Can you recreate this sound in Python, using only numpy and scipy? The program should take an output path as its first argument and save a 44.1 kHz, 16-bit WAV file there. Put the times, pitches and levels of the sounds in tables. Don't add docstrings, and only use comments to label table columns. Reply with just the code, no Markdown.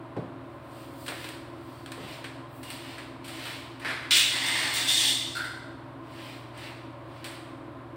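import sys
import numpy as np
from scipy import signal
from scipy.fft import rfft, irfft
from scipy.io import wavfile

SR = 44100
rng = np.random.default_rng(int(sys.argv[2]) if len(sys.argv) > 2 else 0)


def bounce(signal):
    frames = np.transpose(np.atleast_2d(signal))
    limited = np.clip(frames, -1, 1)
    pcm = np.round(limited * 32767).astype(np.int16)
    wavfile.write(sys.argv[1], SR, pcm)


N = 351036
TIME = np.arange(N) / SR

# f/Hz, level/dB
HIT_COLOUR = [(100, -25), (400, -1.5), (1000, -4.5), (1700, 5), (2800, 1.5), (4500, -1.5), (6500, -15.5),
              (8500, -2), (11000, -16.5), (15500, -15)]
# f/Hz, width/Hz, level/dB above the contact noise
TAP_MODES = [(2080, 30, 4.5), (2530, 23, 2), (2768, 24.6, -9), (2875, 84, 4), (3060, 20, 6.5),
             (3340, 50, 7.5), (3590, 380, 6.5), (3920, 40, 0), (4270, 51, 2), (4450, 68, 6.5),
             (5130, 43, -1), (5750, 60, 4), (7370, 46, 3), (7933, 36, 1), (8650, 215, 4.5), (9800, 70, 7.5),
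             (10570, 90, 7.5), (11340, 100, 4), (12380, 110, 7), (13850, 100, 6), (15150, 170, 10)]


def amp(db):
    return 10 ** (np.asarray(db) / 20)


def unit_rms(x):
    return x / np.sqrt(np.mean(x ** 2) + 1e-20)


def unit_energy(x):
    return x / (np.linalg.norm(x) + 1e-20)


def curve_at(points, hz):
    f, value = np.transpose(points)
    return np.interp(np.log(hz + 1), np.log(f + 1), value)


def resonance_gain(modes, hz):
    power = sum(amp(db) ** 2 / (1 + (2 * (hz - f) / width) ** 2) ** 2 for f, width, db in modes)
    return np.sqrt(1 + power)


def add(mix, s, sound):
    part = mix[max(round(s * SR), 0):][:len(sound)]
    part += sound[:len(part)]


def through(x, response):
    return signal.oaconvolve(x, response)[:len(x)]


def wander(rate_hz):
    hz = np.fft.rfftfreq(N, 1 / SR)
    return unit_rms(irfft(rfft(rng.standard_normal(N)) / (1 + (hz / rate_hz) ** 2) ** 2, N))


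def click(colour, tilt_db=0, modes=(), size=8192):
    hz = abs(np.fft.fftfreq(size, 1 / SR))
    octaves = np.log2(np.maximum(hz / 1000, 1))
    gain = amp(curve_at(colour, hz) + tilt_db * octaves) * resonance_gain(modes, hz)
    minimum_phase = np.exp(np.conj(signal.hilbert(np.log(gain))))
    return unit_energy(np.fft.ifft(minimum_phase).real[:size // 2])


def impact(response, decay_s, grit_db):
    t = np.arange(SR // 20) / SR
    force = amp(grit_db) * unit_energy(rng.standard_normal(len(t)) * np.exp(-t / decay_s))
    force[0] += 1
    return unit_energy(signal.fftconvolve(force, response))


def slips(per_s, spread_db):
    size = amp(spread_db * np.minimum(rng.exponential(1, N), 4))
    return unit_rms(size * rng.choice([-1, 1], N) * (rng.random(N) < per_s / SR))


def strokes(rows, attack_s, release_s, sag_db_per_s):
    force = np.zeros(N)
    for s, seconds, db in rows:
        t = np.arange(0, seconds + release_s, 1 / SR)
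        grip = np.minimum(t / attack_s, 1) * np.minimum((seconds + release_s - t) / release_s, 1)
        add(force, s, grip * amp(db - sag_db_per_s * t))
    return force


def fan(air_db=-45.0, waver=0.45, drift_hz=0.46):
    # f/Hz, rms level/dB
    hum = [(60, -67), (82.7, -64.5), (100, -65.5), (119.9, -50), (140.8, -57.5), (267.4, -54),
           (307.3, -57.5), (346.8, -57), (550.7, -60)]
    # f/Hz, level/dB
    air_colour = [(25, -10), (52, -9.5), (75, -0.5), (130, -5), (180, -7), (380, -2.5), (480, -6),
                  (720, -2), (850, -6), (1200, -5), (2000, -15), (4000, -24.5), (6300, -42), (8500, -36),
                  (12000, -43.5)]
    # f/Hz, width/Hz, level/dB above the air
    duct_modes = [(270, 43, 12.5), (332, 20.2, 16), (587, 32, 7), (649.5, 14, 9), (946, 29, 7.5),
                  (1037, 83, 7.5)]
    hz = np.fft.rfftfreq(N, 1 / SR)
    rush = rfft(rng.standard_normal(N)) * amp(curve_at(air_colour, hz))
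    air = unit_rms(irfft(rush * resonance_gain(duct_modes, hz), N))
    drift = np.cumsum(wander(1.96)) / SR
    sway = wander(1.0)
    tones = np.zeros(N)
    for f, db in hum:
        height = f / hum[-1][0]
        turns = f * TIME + drift_hz * height * drift + rng.random()
        swell = 1 + waver * height * np.roll(sway, rng.integers(N))
        tones += amp(db) * np.sin(2 * np.pi * turns) * swell
    return amp(air_db) * air + np.sqrt(2) * tones


def wall_echoes(predelay_s=0.0026, early_boost=0.67, early_s=0.035):
    # f/Hz, T60/s
    t60 = [(150, 0.82), (600, 0.87), (1700, 1.0), (4000, 0.98), (8000, 0.78), (15000, 0.63)]
    t = TIME[:SR]
    reflections = rng.choice([-1, 1], SR) * (rng.random(SR) < 0.3) * (t > predelay_s)
    emphasis = 1 + early_boost * np.exp(-t / early_s)
    hz, frame_s, bands = signal.stft(reflections * emphasis, SR, nperseg=256)
    decay = amp(-60 * frame_s / curve_at(t60, hz)[:, None])
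    return unit_energy(signal.istft(bands * decay, SR, nperseg=256)[1])


def room(x, patterns=4, fades_per_s=20):
    place = fades_per_s * TIME
    wet = np.zeros(N)
    for k in range(patterns):
        away = abs((place - k + patterns / 2) % patterns - patterns / 2)
        send = np.cos(np.pi / 2 * np.minimum(away, 1))
        wet += through(x * send, wall_echoes())
    return wet


def nearness():
    # t/s, level/dB
    fader = [(.7, -6), (1.1, -3), (1.9, -2.5), (2.9, -5), (3.3, -12.5), (4, -5.5), (7.3, -11)]
    return amp(np.interp(TIME, *np.transpose(fader)))


def squeaks(jitter=0.022):
    # t/s, length/s, f/Hz, level/dB
    cues = [(1.696, 0.22, 4500, -66), (2.626, 0.081, 2807, -49)]
    out, wobble = np.zeros(N), wander(300)
    for s, seconds, hz, db in cues:
        pitch = hz * (1 + jitter * wobble[:round(seconds * SR)])
        turns = np.cumsum(pitch) / SR
        add(out, s, amp(db) * np.sin(2 * np.pi * turns) * signal.windows.tukey(len(turns)))
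    return out


def scuffs(rise_share=0.58):
    # t/s, length/s, level/dB, treble tilt/dB per octave
    cues = [(.53, .3, -69, 6), (.8, 0.37, -54, 4), (1.04, 0.25, -47.5, 8), (1.23, 0.32, -46, 2),
            (1.75, 0.55, -59, 4), (2.104, 0.32, -45, -.5), (2.57, 0.17, -52, 11.5), (2.702, 0.19, -47, 2.5),
            (2.88, 0.44, -46.5, -0.5), (3.451, 0.43, -39, 0), (6.246, 0.42, -45.5, -0.5),
            (6.636, 0.23, -42, -2.5), (7.157, 0.27, -54, -1.5), (7.31, 0.21, -47, -2.5)]
    # f/Hz, level/dB
    colour = [(150, -33), (700, 2), (1300, -2), (2100, 6), (3200, 4), (4600, 0.5), (6500, -14.5),
              (8500, -5), (11000, -17.5), (15500, -12)]
    out, grain = np.zeros(N), slips(per_s=3500, spread_db=1.5)
    for s, seconds, db, tilt_db in cues:
        start = s - rise_share * seconds
        speed = np.interp(TIME, [start, s, start + seconds], [0, 1, 0])
        moving = speed > 0
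        out[moving] += amp(db) * through((grain * speed)[moving], click(colour, tilt_db))
    return out


def sole_twist():
    # t/s, length/s, level/dB
    jerks = [(3.812, .02, -36.5), (3.846, .085, -28.5), (4.02, 0.031, -43)]
    # f/Hz, level/dB
    colour = [(60, -26), (200, -11), (400, -7.5), (1050, -6), (1400, 1.5), (1650, 3), (2250, 1.5),
              (2800, -7), (4500, -10.5), (6500, -26), (8500, -20), (15000, -36)]
    force = strokes(jerks, attack_s=0.0022, release_s=0.012, sag_db_per_s=115)
    return through(slips(per_s=630, spread_db=3.0) * force, click(colour))


def thuds(send_db=1.5):
    # t/s, level/dB
    hits = [(.166, -2.5), (1.087, -21), (1.978, -14.5), (2.034, -15.5)]
    # f/Hz, level/dB
    colour = [(60, -44), (105, 3), (150, 2.5), (220, 1), (330, -2), (520, -3.5), (800, -7.5), (1300, -22),
              (4000, -36), (12000, -69)]
    direct, send, thud = np.zeros(N), np.zeros(N), click(colour)
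    for s, db in hits:
        add(direct, s, amp(db) * impact(thud, decay_s=0.02, grit_db=4))
        add(send, s, amp(db + send_db) * thud)
    return direct + room(send)


def tick_and_slaps(direct_db=1.5, grit_db=12):
    # t/s, level/dB, treble tilt/dB per octave, contact time/s
    hits = [(0.166, -31, 0, .002), (1.063, -13, 1, 0.018), (1.081, -4.5, -1.5, 0.012),
            (1.121, -11, -11, 0.0018), (1.243, -12.5, -2.5, 0.0062), (1.289, -15.5, 0.5, .0025),
            (1.861, -16, -1.5, 0.0023), (1.919, -12.5, -.5, .005), (2.242, -10, -2.5, .012),
            (2.631, -15.5, 3, .012), (2.703, -10, 2, 0.0035), (2.982, -11.5, -2.5, 0.003),
            (3.244, -13.5, 2, .004), (3.278, -10.5, 1, .008), (3.454, -8, -1.5, .004),
            (3.797, -18, 0, .006), (6.575, -18.5, 2, .008), (7.2438, -7.5, 1, 0.00085)]
    direct, send = np.zeros(N), np.zeros(N)
    for s, db, tilt_db, contact_s in hits:
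        hit = click(HIT_COLOUR, tilt_db)
        add(direct, s, amp(db + direct_db) * impact(hit, contact_s, grit_db))
        add(send, s, amp(db) * hit)
    return nearness() * direct + room(send)


def spout_clanks():
    # t/s, level/dB, treble tilt/dB per octave
    hits = [(5.353, -2.5, 2), (5.368, -3, 2), (5.392, 0.5, -7), (5.445, -6, 0)]
    # f/Hz, width/Hz, level/dB above the contact noise
    modes = [(1434, 160, 18.5), (1567, 150, 19), (1970, 330, 7), (4400, 630, 8), (4910, 220, 8.5)]
    out = np.zeros(N)
    for s, db, tilt_db in hits:
        ring = click(HIT_COLOUR, tilt_db, modes)
        add(out, s, amp(db) * impact(ring, decay_s=0.0061, grit_db=3))
    return out


def tap_knocks():
    # t/s, level/dB, treble tilt/dB per octave
    hits = [(4.108, 9.5, 0), (4.128, 0, 16), (4.154, 9.5, -1.5), (4.164, 6, 8), (4.187, -1, 10),
            (4.46, -1, 3.5), (4.738, 2, 11), (5.047, -4.5, -4.5)]
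    # t/s, length/s, level/dB
    skid = [(4.106, 0.15, -16.5)]
    # f/Hz, level/dB
    colour = [(60, -48.5), (200, -31.5), (1000, -20.5), (1700, -9), (2500, -0.5), (3500, 0), (4500, -4.5),
              (5500, -8), (6400, -13), (8400, -7), (10500, -24), (13500, -28), (15500, -21.5)]
    force = strokes(skid, attack_s=0.0042, release_s=0.03, sag_db_per_s=100)
    out = through(slips(per_s=1800, spread_db=2.5) * force, click(colour, modes=TAP_MODES))
    for s, db, tilt_db in hits:
        ring = click(colour, tilt_db, TAP_MODES)
        add(out, s, amp(db) * impact(ring, decay_s=0.01, grit_db=25))
    return out


def tap_scrape(force, colour, per_s, chatter_db):
    pressure = unit_rms(amp(chatter_db * np.clip(wander(54), -2, 2)))
    friction = slips(per_s, spread_db=2.5) * pressure * force
    return through(friction, click(colour, modes=TAP_MODES))


def tap_drag():
    # t/s, length/s, level/dB
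    side_pulls = [(4.27, 0.19, -32), (4.445, 0.29, -27.5), (4.73, 0.36, -34.5)]
    # f/Hz, level/dB
    side_colour = [(60, -34.5), (200, -11.5), (550, -10), (900, -1.5), (1400, -5), (1950, 7), (2500, -0.5),
                   (3600, -3), (4400, -1), (5300, -6.5), (6300, -14), (8500, -5.5), (10500, -23),
                   (15500, -21.5)]
    # t/s, length/s, level/dB
    edge_pulls = [(4.73, 0.097, -31.5), (4.868, 0.23, -21), (5.13, 0.11, -47)]
    # f/Hz, level/dB
    edge_colour = [(300, -25), (900, -13), (1500, -26.5), (2500, -5.5), (3550, 4.5), (4200, 0),
                   (5300, -1.5), (6400, -6), (8600, -1), (10500, -16), (13500, -17), (15500, -16)]
    side_force = strokes(side_pulls, attack_s=0.037, release_s=0.057, sag_db_per_s=13)
    edge_force = strokes(edge_pulls, attack_s=0.013, release_s=0.04, sag_db_per_s=21)
    grind = tap_scrape(side_force, side_colour, per_s=1800, chatter_db=2.5)
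    screech = tap_scrape(edge_force, edge_colour, per_s=1500, chatter_db=2)
    return grind + screech


def scene():
    moves = scuffs() + sole_twist() + squeaks() + tap_knocks() + tap_drag() + spout_clanks()
    return (nearness() * moves + room(moves) + tick_and_slaps() + thuds() + fan())[None]


def record(dry, low_cut_hz=50, high_cut_hz=15800):
    low_cut = signal.butter(2, low_cut_hz, "highpass", fs=SR, output="sos")
    high_cut = signal.firwin(511, high_cut_hz, window=("kaiser", 9), fs=SR)
    return signal.oaconvolve(signal.sosfilt(low_cut, dry), high_cut[None], "same")


dry = scene()
out = record(dry)
bounce(out)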